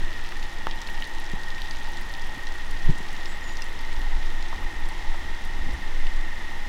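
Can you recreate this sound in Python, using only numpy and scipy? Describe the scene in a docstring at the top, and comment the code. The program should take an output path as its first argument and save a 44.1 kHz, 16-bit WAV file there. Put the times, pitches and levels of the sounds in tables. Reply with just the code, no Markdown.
"""The edge of a dry cornfield at dusk, heard at one microphone on a hand-held camera.
Near tree crickets trill together over a far chorus, one short falling tone per wing stroke.
Underneath lie the wash of open land, a far road and a machine hum, all shaped from noise.
At the microphone the hand sways, rubs and softly knocks the camera; carried gear taps twice.
Dry leaves crackle and snap in bursts of filtered noise; a bird calls thinly in gliding sines."""
import sys
import numpy as np
from scipy import signal
from scipy.fft import rfft, irfft
from scipy.io import wavfile
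from scipy.ndimage import uniform_filter1d

SR = 44100
rng = np.random.default_rng(int(sys.argv[2]) if len(sys.argv) > 2 else 0)


def bounce(signal):
    """Save signal as a 16-bit WAV file at the path given by the first command-line argument."""
    frames = np.transpose(np.atleast_2d(signal))
    limited = np.clip(frames, -1, 1)
    pcm = np.round(limited * 32767).astype(np.int16)
    wavfile.write(sys.argv[1], SR, pcm)


N = 294940
T = np.arange(N) / SR  # time [s]


def undb(db):
    """Decibels to amplitude gain."""
    return 10 ** (np.asarray(db) / 20)


def unit(x):
    """Scale to rms 1."""
    return x / np.sqrt(np.mean(x ** 2) + 1e-20)


def frequencies(x):
    """Frequencies [Hz] of the real spectrum of x."""
    return np.arange(len(x) // 2 + 1) * SR / len(x)


def colour(x, points):
    """Filter by a spectrum of (frequency [Hz], level [dB]) that falls away beyond both ends; rms 1."""
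    hz, db = np.transpose(points)
    f = frequencies(x)
    gain = undb(np.interp(np.log(f + 1), np.log(hz), db))
    low_skirt = np.minimum(f / hz[0], 1) ** 2
    high_skirt = np.maximum(f / hz[-1], 1) ** 2
    return unit(irfft(rfft(x) * gain * low_skirt / high_skirt, len(x)))


def band(x, hz, octaves):
    """One broad resonance, bell-shaped on the octave scale; rms 1."""
    distance = np.log2((frequencies(x) + 1) / hz) / octaves
    return unit(irfft(rfft(x) / (1 + (distance / 2) ** 2) ** 4, len(x)))


def noise():
    """White noise for the whole scene."""
    return rng.standard_normal(N)


def walk(rate):
    """Slow random wander: levels held for 1 / rate seconds, then smoothed twice over that time."""
    hold = max(int(SR / rate), 1)
    steps = np.repeat(rng.standard_normal(N // hold + 1), hold)
    smooth = uniform_filter1d(uniform_filter1d(steps, hold), hold)
    return 1.3 * smooth[:N]


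def tone(hz):
    """A sine of rms 1 that follows a pitch curve [Hz]."""
    return np.sqrt(2) * np.sin(2 * np.pi * np.cumsum(hz) / SR)


def add(out, s, db, x):
    """Mix a short sound in at time s [s] with the given peak level [dB]."""
    i = int(s * SR)
    out[i:i + len(x)] += (undb(db) * x / np.abs(x).max())[:N - i]


def ring(modes, ratio=1):
    """Free ringing of a struck object as decaying sines; a lower ratio rings deeper and longer."""
    t = T[:SR // 4] * ratio
    return sum(undb(db) * np.sin(2 * np.pi * hz * t) * np.exp(-np.log(1000) * t / t60)
               for hz, db, t60 in modes)


def cricket(rate, at, hz, stroke=0.17, fall=0.041, slip=0.59, uneven_db=1.5, wander_hz=2.455):
    """Each closing stroke rings the wings afresh; the tone sags as the scraper slows."""
    cycle = (T - at) * rate
    number = np.round(cycle)
    phase = cycle - number  # -0.5 to 0.5 around the middle of each stroke
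    # every stroke has its own loudness and its own starting phase (slip [rad])
    size, offset = rng.standard_normal((N // 1000, 2))[number.astype(int)].T
    falling = hz / rate * (phase - fall * phase ** 2)
    wander = np.cumsum(wander_hz * walk(6)) / SR
    swell = np.exp(-.5 * (phase / stroke) ** 2) * np.abs(np.cos(np.pi * phase)) ** .5
    return unit(swell * undb(uneven_db * size) * np.sin(2 * np.pi * (falling + wander) + slip * offset))


# near singers, the loudest one first, the others in no order of level:
# (stroke rate [1/s], time of one stroke [s], pitch [Hz], mean level [dB], time it starts to fade in [s])
NEAR_SINGERS = [(24.17, .036, 1872, -44.3, -2), (22.3, 0.003, 1850, -53, -2),
                (24.25, .025, 1752, -54.5, -2), (22.65, .01, 2038, -52.5, 1.6), (25.4, .02, 2115, -57, 2.6)]
FADE_IN_S = 1.16


def crickets(scatter_db=-7.0, scatter_s=0.058, chorus_db=-49.5, chorus_hz=1945, chorus_octaves=0.1):
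    """Near singers, their sound scattered by stalks and trees, and the blur of many far ones."""
    near = 0
    for rate, at, hz, db, joins in NEAR_SINGERS:
        fade_in = np.clip((T - joins) / FADE_IN_S, 0, 1)
        near = near + cricket(rate, at, hz) * undb(db + 1.1 * walk(3.27)) * fade_in
    t = T[:SR // 2]
    echoes = rng.standard_normal(len(t)) * np.exp(-t / scatter_s)
    scattered = unit(signal.fftconvolve(near, echoes)[:N]) * near.std()
    chorus = band(noise(), chorus_hz, chorus_octaves)
    return near + undb(scatter_db) * scattered + undb(chorus_db) * chorus


# spectrum of the wash over open land: (frequency [Hz], relative density [dB per Hz])
OPEN_LAND = [(60, -22), (130, -4.5), (200, -1), (330, -4), (460, -3), (700, -3.5), (1150, -2), (1600, -3),
             (2500, -5), (3600, -5), (4500, -13.5), (5300, -12.5), (9500, -25), (12000, -26.5),
             (15500, -34)]


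def field(air_db=-43, road_db=-48.5, road_hz=868, road_octaves=0.22,
          hum_db=-57, hum_hz=349, hum_octaves=0.026):
    """Steady wash of the open land, tyres on a far road and a machine hum of narrow, wavering noise."""
    air = colour(noise(), OPEN_LAND) * undb(air_db + 0.32 * walk(5.25))
    road = band(noise(), road_hz, road_octaves) * undb(road_db + 1.2 * walk(6))
    hum = band(noise(), hum_hz, hum_octaves) * undb(hum_db)
    return air + road + hum


# spectra at the microphone of the hand's sway and of the rubbed grip:
# (frequency [Hz], relative density [dB per Hz])
SWAY_SPECTRUM = [(4, -21), (9, -13), (13, 10), (16, 4), (21, -7.5), (27, -12), (36, -41), (60, -72)]
GRIP_SPECTRUM = [(22, -14), (35, -2.5), (53, -4), (75, -6.5), (100, -15), (170, -21), (330, -19),
                 (480, -34), (900, -41)]
SWAY_REST_DB, GRIP_REST_DB = -24, -43  # the hand between shifts
# the hand shifts its hold: (middle time [s], length [s], sway level [dB], grip rubbing level [dB])
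HOLD_SHIFTS = [(0.0, 0.11, -17, -34), (2.72, 0.048, -21, -40), (2.892, 0.073, -9.5, -31.5),
               (4.01, .1, -32, -39), (4.167, 0.4, -17.5, -55), (4.6, .08, -38, -36.5),
               (4.841, .12, -23.5, -41), (5.09, 0.092, -17.5, -58), (5.233, .04, -35, -41),
               (5.66, 0.26, -23, -37), (6.077, 0.24, -14.5, -51), (6.69, 0.026, -19, -25.5)]


def handling():
    """The hand sways and rubs the housing, more at each shift of its hold."""
    sway_gain, grip_gain = undb(SWAY_REST_DB), undb(GRIP_REST_DB)
    for at, length, sway_db, grip_db in HOLD_SHIFTS:
        swell = np.exp(-2 * ((T - at) / length) ** 2)
        sway_gain = np.hypot(sway_gain, swell * undb(sway_db))
        grip_gain = np.hypot(grip_gain, swell * undb(grip_db))
    sway = colour(noise(), SWAY_SPECTRUM)
    sway = sway / np.sqrt(uniform_filter1d(sway ** 2, SR // 5))  # the hand never quite rests
    return sway * sway_gain + colour(noise(), GRIP_SPECTRUM) * grip_gain


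# soft knocks on the camera body, right at the microphone:
# (time [s], peak level [dB], contact time [ms], pitch as a ratio of the body's modes)
BODY_KNOCKS = [(1.335, -21, 2.2, 1.16), (2.372, -30, 2.6, 1.56), (2.886, -19, 2.9, 0.98),
               (2.893, -10, 3.6, 0.97), (3.004, -27.5, 2, 1.15), (3.96, -21, 20, 0.29),
               (4.155, -20, 14.8, 0.326), (5.60, -24, 15, 0.36), (5.688, -27, 2, 1.42),
               (5.73, -21.5, 16, 0.36)]
# modes of the camera body, a plastic part and a small buckle:
# (frequency [Hz], relative level [dB], time to fall 60 dB [s])
BODY_MODES = [(157.6, -5.5, 0.071), (174.5, -0.5, 0.04), (340, 1.5, 0.022)]
PLASTIC_MODES = [(420, -28, 0.018), (900, -7, 0.052), (1180, 8.5, 0.0061), (1490, 1, 0.0045),
                 (2790, -1, 0.0044), (3600, -24, .004)]
BUCKLE_MODES = [(2740, -2, 0.056), (4180, -11, 0.0074), (5120, 5.5, 0.018), (5830, -4, 0.027),
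                (7040, -5, 0.009), (8200, -14, 0.0083), (11220, -23, .01)]
# one hard tap of each piece of carried gear: (time [s], peak level [dB])
PLASTIC_TAP, BUCKLE_TAP = (.6698, -9.5), (3.621, -19)


def knocks():
    """Soft contacts push the camera body into ringing; a plastic part and a buckle each ring once."""
    out = np.zeros(N)
    for at, db, contact_ms, ratio in BODY_KNOCKS:
        push = signal.windows.hann(int(contact_ms * SR / 1000) + 3)  # longer contact, duller knock
        add(out, at, db, np.convolve(ring(BODY_MODES, ratio), push))
    add(out, *PLASTIC_TAP, ring(PLASTIC_MODES))
    add(out, *BUCKLE_TAP, ring(BUCKLE_MODES))
    return out


# start and end of the camera's turn away from the corn: time [s]
TURN_TIMES = [3, 5.5]
LATE_DB = -4  # level of rustle and random ticks after the turn, relative to before


def turned_away(s):
    """Level change [dB] at time s [s] as the camera turns from the corn."""
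    return np.interp(s, TURN_TIMES, [0, LATE_DB])


# crackle of large to small leaves: (centre frequency [Hz], relative level [dB])
LEAF_BANDS = [(1400, -27), (2800, 11.5), (3800, 11.5), (5500, 5), (11000, 0)]


def rustle(level_db=-51.0, per_s=90, spread_db=2.5, swell_db=1.3):
    """Dry leaves crackle finely: random tiny breaks, each a decaying burst of noise."""
    decay = np.exp(-T[:SR // 20] / 0.0011)
    out = 0
    for hz, db in LEAF_BANDS:
        strength = undb(spread_db * np.minimum(rng.exponential(size=N), 3))
        breaks = (rng.random(N) < per_s / SR) * strength
        bursts = noise() * signal.fftconvolve(breaks, decay)[:N]
        out = out + undb(db) * band(bursts, hz, 0.7)
    return unit(out) * undb(level_db + swell_db * walk(6.2) + turned_away(T))


# the louder snaps of dry leaves and stalks:
# (time [s], peak level of the flutter [dB], centre frequency [Hz])
LOUD_SNAPS = [(.322, -27, 1590), (.428, -28, 3880), (.711, -25.5, 2980), (0.817, -28, 4870),
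              (0.888, -25, 2100), (1.023, -21.5, 2370), (1.042, -26.5, 3700), (1.504, -26.5, 3500),
              (1.619, -20, 3550), (1.658, -29, 3160), (1.710, -25, 3900), (2.139, -28, 3960),
              (2.150, -27.5, 3100), (2.470, -29, 4000), (2.555, -31, 1300), (3.257, -25.5, 4270),
              (3.570, -28, 4530), (4.426, -28, 4470), (4.529, -25.5, 950), (4.626, -31, 910),
              (5.079, -32, 2980), (5.144, -29.5, 890), (6.069, -25.5, 3480)]
# faint ticks at random times: peak level before the turn, middle pitch, scatter of the pitch
TICK_DB, TICK_HZ, TICK_SCATTER = -34.5, 4900, 0.51  # scatter [octaves] times a draw from -2 to 2
SNAP_OCTAVES = 0.59  # bandwidth setting of the flutter in snaps and ticks


def snaps(snap_s=0.0011, settle_db=-17, settle_s=0.014, crack_db=-14, crack_hz=6000, crack_s=0.00029):
    """The fibre parts with a bright crack, then the leaf flutters in its own range."""
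    ticks = [(s, TICK_DB + turned_away(s), TICK_HZ * 2 ** (TICK_SCATTER * pitch))
             for s, pitch in rng.uniform([.1, -2], [T[-1], 2], size=(26, 2))]
    t = T[:SR // 20]
    crack_decay = np.exp(-t / crack_s)
    flutter_decay = np.exp(-t / snap_s) + undb(settle_db) * np.exp(-t / settle_s)
    lead = SR // 200  # silence ahead of the burst leaves room for the filter's spread
    out = np.zeros(N)
    for s, db, hz in LOUD_SNAPS + ticks:
        bursts = rng.standard_normal((2, len(t))) * [crack_decay, flutter_decay]
        crack, flutter = np.pad(bursts, ((0, 0), (lead, 0)))
        add(out, s - lead / SR, db + crack_db, band(crack, crack_hz, 4.6))
        add(out, s - lead / SR, db, band(flutter, hz, SNAP_OCTAVES))
    return out


# notes of the small bird, each dipping from its first pitch and lifting a little:
# (time [s], length [s], first pitch [Hz], lowest pitch [Hz], mean level before the note's swell [dB])
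CALL_NOTES = [(3.25, 0.13, 8450, 7780, -58), (3.265, .075, 7500, 7030, -57),
              (3.409, .155, 7300, 6920, -53.5)]
BIRD_DIP = 0.61  # share of a note at which its pitch is lowest


def bird(waver=0.01, flicker_db=2):
    """A thin, wavering call: every note swells, dips in pitch and fades; the first two overlap."""
    out = 0
    for s, length, first_hz, low_hz, db in CALL_NOTES:
        along = np.clip((T - s) / length, 0, 1)
        glide = low_hz + (first_hz - low_hz) * (1 - along / BIRD_DIP) ** 2
        pitch = glide * (1 + waver * walk(500))
        swell = np.abs(np.sin(np.pi * along))
        out = out + tone(pitch) * swell * undb(db + flicker_db * walk(90))
    return out


def scene():
    """Everything at one microphone."""
    land = crickets() + field()
    camera = handling() + knocks()
    leaves = rustle() + snaps()
    return (land + camera + leaves + bird())[None]


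TOP_HZ = 15800


def record(dry):
    """The recorder cuts the top with a steep low-pass."""
    low_pass = signal.ellip(10, .1, 80, TOP_HZ, fs=SR, output="sos")
    return signal.sosfilt(low_pass, dry)


dry = scene()
out = record(dry)
bounce(out)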